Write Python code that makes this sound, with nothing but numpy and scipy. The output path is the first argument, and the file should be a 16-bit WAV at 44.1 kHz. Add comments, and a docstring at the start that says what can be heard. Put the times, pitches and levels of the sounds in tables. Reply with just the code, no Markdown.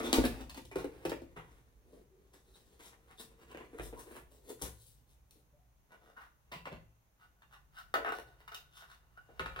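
"""A loose paper speaker cone is worked on by hand at a table, over the low rumble of a small room. First it
lies face down and is cut, picked and rubbed: stick-slip friction and sharp catches drive its hollow low body,
rasping upper modes and hissing fibres, with brief squeaks and thumps on the table. Near six seconds it is
lifted and scratched, and rings higher; for a moment its rim rests on the table. It ends with four light,
pitched taps as the tilted cone's rim knocks on the table."""
import sys
import numpy as np
from scipy import signal
from scipy.fft import rfft, irfft
from scipy.io import wavfile
from scipy.ndimage import uniform_filter1d

SR = 44100
rng = np.random.default_rng(int(sys.argv[2]) if len(sys.argv) > 2 else 0)


def materialize(psi):
    """Save the field psi as 16-bit PCM at rate SR to the path in sys.argv[1].

    A 1-D psi becomes a single channel; in a 2-D psi each row is a channel.
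    """
    bounded = np.clip(np.atleast_2d(psi).T, -1, 1)
    quanta = np.round(bounded * 32767).astype(np.int16)
    wavfile.write(sys.argv[1], SR, quanta)


N = 423360
TIME = np.arange(N) / SR
FILTER_SIZE = 8192
HZ = np.maximum(np.fft.rfftfreq(FILTER_SIZE, 1 / SR), 1)
LIFT_S = 5.85   # the cone leaves the table
BODY, RASP, FIBRES = 0, 1, 2   # the cone's low, middle and high registers

# Broad tone of the cone pressed under the blade, lying under the fingers, held in the air,
# and tilted with its rim on the table: frequency_hz, level_db
PRESSED = [(150, -10), (250, -4.5), (450, -1.5), (650, -12), (1000, -15), (1600, -16.5), (2700, -18),
           (4000, -21.5), (7500, -28.5), (15500, -31.5)]
RUBBED = [(200, -6), (440, -3.5), (630, -12), (820, -15), (1150, -12.5), (1900, -13), (2500, -18.5),
          (6500, -16), (10500, -16), (15500, -19.5)]
LIFTED = [(150, -16), (300, -13), (600, -9), (1000, -1), (1500, -2.5), (1850, -2.5), (2450, -14),
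          (3400, -13), (5500, -19), (7500, -26.5), (15500, -23.5)]
TILTED = [(150, -5.5), (620, -3), (820, -2.5), (1500, -2.5), (3600, -11), (5500, -23.5), (9000, -30)]
# Resonances on top of those four tones: pitch_hz, width_hz, boost_db
PRESSED_MODES = [(258, 110, 10), (340, 33, 3.9), (524, 23, 6.6), (907, 43, 7.6), (3644, 300, 3.7),
                 (9700, 230, 1.3)]
RUBBED_MODES = [(369.5, 22, 4), (477, 67, 3.6), (967, 150, 5.6), (2830, 530, 2), (3710, 1000, 7.1)]
LIFTED_MODES = [(433, 52, 6.4), (709, 51, 2.9), (1305, 110, 5.5), (1470, 72, 10.2), (2850, 255, 10.9),
                (3670, 230, 8.7)]
TILTED_MODES = [(549, 21, 3.7), (1040, 210, 7), (2030, 330, 6), (2720, 120, 11)]
# Dull bumps of hand and cone on the table: start_s, level_db, hardness_db_per_octave
BUMPS = [(0.181, -34.5, -7), (0.241, -48, -7), (0.757, -52.5, 10.5), (1.053, -46.5, 1), (1.365, -54.5, 7),
         (3.794, -45.5, -6.5), (4.623, -46, -1), (6.556, -56, 13), (6.717, -49, 3.5), (9.405, -46, -5.5)]
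BUMP_PIVOT_HZ = 100   # hardness tilts a bump's spectrum about this pitch


def from_db(db):
    """Decibels to gain."""
    return 10 ** (np.asarray(db) / 20)


def unit_energy(x):
    """Scale so that the squares sum to one."""
    return x / np.sqrt(np.sum(x ** 2, axis=-1, keepdims=True) + 1e-20)


def colour(points):
    """An EQ curve in dB, drawn through a few points."""
    hz, db = np.transpose(points)
    return np.interp(np.log(HZ), np.log(hz), db)


def causal(db):
    """Minimum-phase impulse response of an EQ curve: nothing rings before the blow."""
    cepstrum = irfft(np.log(from_db(db) + 1e-6))
    cepstrum[1:FILTER_SIZE // 2] *= 2
    cepstrum[FILTER_SIZE // 2 + 1:] = 0
    return irfft(np.exp(rfft(cepstrum)))


def through(x, response):
    """Pass a sound through an impulse response."""
    return signal.fftconvolve(x, response)[:N]


def drift(rate_hz):
    """A random wander with a spread of about one."""
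    return np.interp(TIME * rate_hz, np.arange(N // 20), rng.standard_normal(N // 20))


def diffuse(size, port_span_s=0.00057):
    """Noise from all sides at two microphone ports: alike in the bass, unrelated in the treble."""
    left, other = rfft(rng.standard_normal((2, size)))
    alike = np.sinc(2 * np.fft.rfftfreq(size, 1 / SR) * port_span_s)
    return irfft([left, alike * left + np.sqrt(1 - alike ** 2) * other], size)


def room_tone(rumble_trim_db, air_db, own_share):
    """Low rumble and the faint hiss of a quiet room, each partly different at the two ports."""
    # Rise and fall of the rumble: time_s, level_db
    rumble_levels = [(0.0, -54.5), (2.35, -72.5), (4.04, -66), (6.44, -74), (6.71, -65.5), (7.11, -78.5),
                     (7.94, -65.5), (9.01, -72), (9.6, -58)]
    # Tone of the rumble and of the hiss: frequency_hz, level_db
    rumble_colour = [(20, -19), (35, -9.5), (50, 1), (65, 0), (85, -18), (117, -7.5), (165, -14.5),
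                     (210, -24.5), (400, -47)]
    air_colour = [(150, -9.5), (346, -15), (860, -14.5), (1940, -22.5), (5000, -30), (6500, -23),
                  (7600, -32.5), (12000, -26.5)]

    def noise(points):
        white = (diffuse(N) + own_share * rng.standard_normal((2, N))) / np.hypot(1, own_share)
        return np.array([through(side, unit_energy(causal(colour(points)))) for side in white])
    rumble_db = np.interp(TIME, *np.transpose(rumble_levels)) + rumble_trim_db
    return from_db(rumble_db) * noise(rumble_colour) + from_db(air_db) * noise(air_colour)


def slips(per_s, spread_db, smooth):
    """Stick-slip force: tiny uneven releases over smooth friction, held at steady power by the push."""
    sizes = from_db(spread_db * np.minimum(rng.exponential(1, N), 4)) * rng.choice([-1, 1], N)
    grains = unit_energy(sizes * (rng.random(N) < per_s / SR)) * np.sqrt(N)
    force = np.sqrt(1 - smooth) * grains + np.sqrt(smooth) * rng.standard_normal(N)
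    return force / np.sqrt(uniform_filter1d(force ** 2, size=1024) + 1e-6)


def strokes(register, edge_db=11, flatness=1.6):
    """Rubbing envelope: each stroke speeds up and slows down over the touch of the resting hand."""
    # Finger or blade slides over the paper: middle_s, length_s, body_db, rasp_db, fibres_db
    slides = [(0.004, 0.011, -26.5, -37, -42), (0.06, 0.063, -35, -42.5, -44.5),
              (0.413, 0.029, -43, -53.5, -54.5), (0.578, 0.029, -43.5, -51, -51),
              (0.656, 0.01, -55, -68, -56), (1.534, 0.21, -71, -70.5, -76), (1.939, 0.16, -58.5, -81, -76),
              (2.561, 0.044, -67, -67.5, -62.5), (2.615, 0.55, -70.5, -81.5, -72),
              (2.803, 0.029, -59.5, -61, -66), (2.858, 0.1, -69, -64.5, -58.5),
              (2.93, 0.028, -61.5, -58, -73), (3.11, 0.073, -77, -61.5, -71.5),
              (3.205, 0.056, -57, -58.5, -51), (3.425, 0.047, -62, -61.5, -66),
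              (3.513, 0.058, -62, -59.5, -69), (3.612, 0.051, -50, -53, -70),
              (3.787, 0.013, -66, -47.5, -55), (3.842, 0.058, -48, -59, -48.5),
              (3.991, 0.085, -55, -58, -54.5), (4.097, 0.1, -54, -65, -66),
              (4.16, 0.062, -50.5, -52, -56.5), (4.353, 0.09, -61.5, -76, -65),
              (4.496, 0.095, -50.5, -64.5, -56), (4.646, 0.084, -53, -53, -50.5),
              (4.834, 0.23, -77.5, -93, -61.5), (5.111, 0.071, -80.5, -80.5, -69),
              (5.35, 0.11, -77, -83, -71), (5.934, 0.056, -60.5, -61, -71),
              (6.078, 0.11, -62.5, -66, -70.5), (6.23, 0.067, -72, -56, -67),
              (7.229, 0.067, -83.5, -63.5, -72), (7.543, 0.06, -78.5, -57.5, -64),
              (7.786, 0.062, -90, -51.5, -54), (8.157, 0.041, -52, -59, -53), (8.287, 0.057, -63, -78, -71),
              (8.409, 0.052, -74, -65, -71), (8.784, 0.11, -88, -62, -58), (8.831, 0.047, -74, -58, -85),
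              (8.924, 0.062, -78, -56, -59.5)]
    # The hand resting on the cone between strokes: time_s, level_db
    resting = [(0, -46.5), (.4, -55), (.68, -87), (.98, -59), (1.3, -75), (2.3, -81), (3.3, -70),
               (3.85, -67.5), (4.35, -81), (5.8, -92), (6.75, -81.5), (7.05, -96), (8.3, -74.5),
               (9.1, -81.5), (9.6, -62)]
    lying_db, lifted_db = (1.5, -5, -9), (-5, 1.5, -6)   # its share in body, rasp and fibres
    touch_db = np.where(TIME < LIFT_S, lying_db[register], lifted_db[register])
    power = from_db(np.interp(TIME, *np.transpose(resting)) + touch_db) ** 2
    for middle, length, *levels in slides:
        span = slice(*np.searchsorted(TIME, [middle - 2 * length, middle + 2 * length]))
        from_middle = np.abs(TIME[span] - middle) / (length / 2)
        power[span] += from_db(levels[register] - edge_db * from_middle ** flatness) ** 2
    return np.sqrt(power)


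def cone_response(broad, modes, ring, sheen_db, low_hz, high_hz):
    """Ring of the paper cone within one band, with unit energy."""
    peaks = ring * sum(db / (1 + (2 * (HZ - hz) / width) ** 2) for hz, width, db in modes)
    sheen = sheen_db / (1 + (7400 / HZ) ** 4)   # high shelf: the hiss of the finest fibres
    edges = -10 * np.log10((1 + (low_hz / HZ) ** 14) * (1 + (HZ / high_hz) ** 14))
    return unit_energy(causal(colour(broad) + peaks + sheen + edges))


def cone(register, friction, crumble, rub_db, catch_db, snap_s):
    """Strokes and catches drive one register of the cone, whose modes change with the way it is held."""
    # How it is held: start_s, tone, resonances, ring_share left by the hand, low_cut_hz, sheen_db
    holds = [(0, PRESSED, PRESSED_MODES, 1, 190, 0), (.6, PRESSED, PRESSED_MODES, 1, 300, 2.5),
             (1.2, PRESSED, PRESSED_MODES, 1, 270, 0), (1.3, RUBBED, RUBBED_MODES, 1, 160, -2),
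             (3.7, RUBBED, RUBBED_MODES, 1, 230, 4), (4.95, PRESSED, PRESSED_MODES, 1, 150, 8),
             (LIFT_S, LIFTED, LIFTED_MODES, .8, 130, 3), (6.45, TILTED, TILTED_MODES, 1, 130, 1),
             (7.1, LIFTED, LIFTED_MODES, 1, 240, 1.5)]
    low_hz, high_hz = [(0, 700), (700, 2800), (2800, SR / 2)][register]
    force = from_db(rub_db) * friction * strokes(register)
    force += from_db(catch_db) * catches(register, crumble, snap_s)
    current_hold = np.searchsorted([row[0] for row in holds], TIME, side="right") - 1
    out = np.zeros(N)
    for k, (_, broad, modes, ring, low_cut_hz, sheen_db) in enumerate(holds):
        response = cone_response(broad, modes, ring, sheen_db, max(low_hz, low_cut_hz), high_hz)
        out += through(force * (current_hold == k), response)
    return out


def moving_contact(x, patchy_db, spots=6):
    """The finger travels over the cone, and each spot favours other modes."""
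    knots = np.log(np.geomspace(500, SR / 2, num=40))
    position = np.cumsum(8 + 2 * drift(rate_hz=2)) / SR   # about eight spots a second
    out = 0
    for k in range(spots):
        nearness = np.maximum(1 - np.abs((position - k) % spots - spots / 2), 0)
        favour_db = patchy_db * np.clip(rng.standard_normal(len(knots)), -2, 2)
        out = out + through(x * nearness, causal(np.interp(np.log(HZ), knots, favour_db)))
    return out


def squeaks(hoarse, waver_hz, glide_octaves):
    """Friction locks onto one mode for a moment: a hoarse, rising tone that wavers, swells and fades."""
    # Squeaks of the paper: middle_s, pitch_hz, level_db, length_s
    locks = [(0.061, 3570, -47.5, 0.12), (2.159, 402, -69.5, 0.31), (2.553, 3910, -65, 0.048),
             (3.194, 3620, -55, 0.047), (3.982, 990, -52, 0.058), (5.544, 598, -74, .1),
             (5.62, 724, -80, 0.12), (6.173, 1470, -57, 0.058), (7.782, 1425, -52.5, 0.061),
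             (8.555, 2820, -54, 0.041), (9.18, 1400, -52.5, 0.035)]
    out = np.zeros(N)
    for middle, hz, db, length in locks:
        size = int(length * SR)
        pitch = hz * 2 ** (glide_octaves * np.linspace(-.5, .5, size))
        lowpass = signal.butter(2, waver_hz + hz * hoarse, fs=SR, output="sos")
        waver = signal.sosfilt(lowpass, rng.standard_normal((2, SR // 2)))[:, -size:]
        phase = 2 * np.pi * np.cumsum(pitch) / SR
        tone = waver[0] * np.cos(phase) + waver[1] * np.sin(phase)
        at = int((middle - length / 2) * SR)
        out[at:at + size] += from_db(db) * unit_energy(tone * np.hanning(size)) * np.sqrt(size / 2)
    return out


def catches(register, crumble, snap_s):
    """Blade or nail catches and lets go: one sharp release, then a swelling, dying crumble of slips."""
    # Snags in the paper: start_s, body_db, rasp_db, fibres_db, drag_s
    snags = [(0.1289, -28, -35, -30, 0.0037), (0.141, -29, -35.5, -39, 0.034),
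             (0.1838, -24.5, -63, -66, 0.00034), (0.239, -32, -40, -50, 0.0071),
             (0.251, -31.5, -48, -42.5, 0.0075), (0.496, -80, -58, -54.5, 0.0067),
             (0.544, -69, -60, -58, 0.0083), (0.713, -53, -54.5, -64, 0.015),
             (0.757, -33.5, -47.5, -54, 0.0076), (0.783, -40.5, -50, -56.5, 0.022),
             (0.843, -35, -53.5, -62.5, 0.0044), (1.0516, -31, -45, -50, 0.0065),
             (1.094, -45, -53, -50.5, 0.0068), (1.118, -34, -46, -64, 0.004),
             (1.2186, -42.5, -74, -71, 0.0038), (1.361, -50, -50.5, -67, 0.031),
             (2.331, -58.5, -66.5, -66, 0.025), (3.547, -45, -56.5, -73, 0.0037),
             (3.572, -53.5, -54, -67.5, 0.0039), (3.729, -47.5, -65, -74, 0.031),
             (3.797, -42.5, -49, -65, 0.0029), (3.927, -42.5, -61, -83, 0.012),
             (4.615, -40, -53, -45, 0.016), (4.621, -49, -61, -47, 0.0011),
             (5.309, -91, -85, -65.5, 0.0035), (5.354, -64, -87, -82, 0.023),
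             (5.919, -70, -64.5, -73, .005), (6.166, -66, -54, -70.5, 0.025),
             (6.516, -50, -46.5, -49.5, 0.029), (6.655, -56, -49.5, -58, 0.0098),
             (6.67, -47, -52, -66, 0.0071), (6.715, -47, -55.5, -61.5, 0.023),
             (7.42, -72, -64.5, -74, 0.0075), (7.94, -35.5, -33, -44.5, 0.0048),
             (7.948, -36, -38.5, -63, 0.037), (7.956, -42, -46, -55, 0.00048),
             (8.047, -45, -40, -61, 0.0035), (8.06, -40, -38, -59, 0.028),
             (8.09, -49.5, -45.5, -60, 0.0028), (8.121, -41.5, -43, -55, 0.0034),
             (8.186, -50, -53.5, -59, 0.0015), (8.199, -57, -75, -61, 0.00068),
             (8.478, -73, -51.5, -60.5, 0.0071), (8.518, -64, -52, -61, 0.0089),
             (8.545, -63, -56.5, -48.5, 0.0063), (8.564, -72, -62, -67, 0.0053),
             (9.175, -70, -64.5, -76.5, .004), (9.285, -57.5, -68, -93, 0.029)]
    force, age = np.zeros(N), TIME[:SR // 4]
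    for start, *levels, drag in snags:
        at = int(start * SR)
        swell = np.exp(-age / drag) - np.exp(-10 * age / drag)
        burst = crumble[at:at + len(age)] * swell[:N - at]
        burst[0] += np.sqrt(snap_s * SR * np.exp(-drag / 0.012))   # a long drag starts with little snap
        burst = unit_energy(burst) * np.sqrt(SR / 50)   # the energy of 20 ms at unit power
        force[at:at + len(burst)] += from_db(levels[register]) * burst
    return force


def struck_modes(modes, hardness, pivot_hz, age):
    """Decaying sines of alternating sign; a harder blow favours the higher ones."""
    ring = np.zeros(len(age))
    for k, (hz, db, t60) in enumerate(modes):
        envelope = from_db(db + hardness * np.log2(hz / pivot_hz) - 60 * age / t60)
        ring += envelope * np.sin(2 * np.pi * hz * age) * (-1) ** k
    return ring


def table_thumps():
    """Bumps set the low modes of the table top ringing."""
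    # Modes of the table top: pitch_hz, level_db, t60_s
    table_modes = [(49.3, -11, 0.57), (65.1, -3.5, 0.56), (87.5, -10.5, 0.37), (112.8, -8, 0.854),
                   (162.3, 0.5, 0.33), (198, -10.5, 0.15)]
    out, age = np.zeros(N + SR), TIME[:SR]
    for start, db, hardness in BUMPS:
        thump = struck_modes(table_modes, hardness, BUMP_PIVOT_HZ, age)
        out[int(start * SR):][:SR] += from_db(db) * thump
    return out[:N]


def stand_shake(level_db, hz, width, t60_s):
    """Each bump also shakes the microphone stand: a low shudder, different at each port."""
    swing, age = np.zeros(N + SR), TIME[:SR]
    for start, db, hardness in BUMPS:
        onset_db = level_db + db + hardness * np.log2(hz / BUMP_PIVOT_HZ)
        swing[int(start * SR):][:SR] += from_db(onset_db - 60 * age / t60_s)
    band = signal.butter(2, [hz * (1 - width), hz * (1 + width)], "band", fs=SR, output="sos")
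    shudder = signal.sosfilt(band, rng.standard_normal((2, N)))
    return swing[:N] * shudder / shudder.std()


def cone_taps(level_db, crack_db, crack_s):
    """Clean taps of the tilted cone's rim on the table: a brief papery crack, and the same pitches ringing
    every time."""
    # The closing taps: start_s, level_db, hardness_db_per_octave
    taps = [(9.3946, -37, 0), (9.4587, -42.5, 3), (9.561, -44, 0.5), (9.59, -45, 3)]
    # Modes of the tapped cone: pitch_hz, level_db, t60_s
    tapped_modes = [(392, -7.5, 0.13), (522, -9, 0.23), (810, -17, .1), (1084, -4.5, 0.092),
                    (1270, 3, 0.089), (1455, 5.5, 0.041), (1760, -1.5, .05), (2350, -4, .05),
                    (2715, -8, .06), (3840, -6.5, 0.023)]
    out, age = np.zeros(N + SR), TIME[:SR // 2]
    paper = cone_response(TILTED, TILTED_MODES, ring=0, sheen_db=0, low_hz=240, high_hz=SR / 2)
    for start, db, hardness in taps:
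        ring = struck_modes(tapped_modes, hardness, pivot_hz=1260, age=age)
        burst = rng.standard_normal(len(age)) * np.exp(-age / crack_s)
        crack = from_db(crack_db) * through(burst, paper)[:len(age)]
        out[int(start * SR):][:len(age)] += from_db(level_db + db) * (ring + crack)
    return out[:N]


def reflections(decay):
    """One pattern of dense echoes at the two ports, with an even overall colour."""
    echoes = rfft(diffuse(len(decay)) * decay)
    power = uniform_filter1d(np.mean(np.abs(echoes) ** 2, axis=0), size=40)
    audible = decay > decay.max() / 1000
    return irfft(echoes * np.sqrt(np.sum(decay ** 2) / power), len(decay)) * audible


def room(x, early_db, early_t60, late_db, late_t60, port_lag_s=0.0002):
    """Direct sound reaches the left port first; echoes off table and walls change as the hands move."""
    age = TIME[:SR * 2 // 3]
    early = from_db(early_db) * unit_energy(from_db(-60 * age / early_t60))
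    late = from_db(late_db) * unit_energy(from_db(-60 * age / late_t60))
    decay = np.hypot(early, late) * np.clip(age / 0.0068, 0, 1) ** 2   # echoes take a moment to build
    direct = np.array([x, np.pad(x, (round(port_lag_s * SR), 0))[:N]])
    position = np.cumsum(1 + drift(rate_hz=2)) * np.pi / SR   # glides between two echo patterns
    echoes = sum(np.array([through(x * share, side) for side in reflections(decay)])
                 for share in (np.cos(position), np.sin(position)))
    return (direct + echoes) / np.sqrt(1 + np.sum(decay ** 2))


def microphone_ports(left, right):
    """The two ports colour the sound differently: the high treble leans to the left."""
    # Stereo balance: frequency_hz, left_minus_right_db
    balance = [(700, 1.2), (1300, 1.5), (2400, -1.5), (5000, 1.5), (8000, 8), (12000, 8), (15500, 0)]
    lean_db = colour(balance) / 2
    return np.array([through(left, causal(lean_db)), through(right, causal(-lean_db))])


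def scene():
    """Cone and table in the room, heard through the two ports."""
    grip = from_db(3.3 * drift(rate_hz=60))   # the finger grips and slides unevenly
    rubbing = grip * slips(per_s=950, spread_db=4.5, smooth=0.24)
    scraping = grip * slips(per_s=330, spread_db=3.5, smooth=0.08)
    friction = np.where(TIME < LIFT_S, rubbing, scraping)   # the blade skips over the lifted cone
    brushing = grip * slips(per_s=1200, spread_db=5.0, smooth=0.43)
    brushing = np.where(TIME < LIFT_S, brushing, (brushing + scraping) / np.sqrt(2))
    crumble = slips(per_s=1200, spread_db=2.5, smooth=0.24)

    body = cone(BODY, friction, crumble, rub_db=-1.0, catch_db=-1.02, snap_s=0.0036)
    rasp = cone(RASP, friction, crumble, rub_db=0.38, catch_db=3.5, snap_s=0.0023)
    fibres = cone(FIBRES, brushing, crumble, rub_db=-1.4, catch_db=2.5, snap_s=0.00047)
    rasp, fibres = moving_contact(rasp, patchy_db=2.5), moving_contact(fibres, patchy_db=2.5)

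    sound = room(body + table_thumps(), early_db=-2.5, early_t60=0.16, late_db=-5.0, late_t60=0.36)
    squeaking = squeaks(hoarse=0.03, waver_hz=35, glide_octaves=0.06)
    sound += room(rasp + squeaking, early_db=3.5, early_t60=0.098, late_db=-2.5, late_t60=0.36)
    sound += room(fibres, early_db=-2.0, early_t60=0.18, late_db=-2.0, late_t60=0.3017)
    tapping = cone_taps(level_db=2.1, crack_db=1.0, crack_s=0.011)
    sound += room(tapping, early_db=-1.5, early_t60=0.25, late_db=-5.0, late_t60=0.3)
    shudder = stand_shake(level_db=-9.0, hz=50.3, width=0.12, t60_s=0.72)
    ambience = room_tone(rumble_trim_db=2.5, air_db=-75.5, own_share=0.49)
    return microphone_ports(*sound) + shudder + ambience


def record(dry):
    """A steep low-pass cuts the top above 15.8 kHz."""
    return signal.sosfilt(signal.ellip(10, .1, 80, 15800, fs=SR, output="sos"), dry)


dry = scene()
out = record(dry)
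materialize(out)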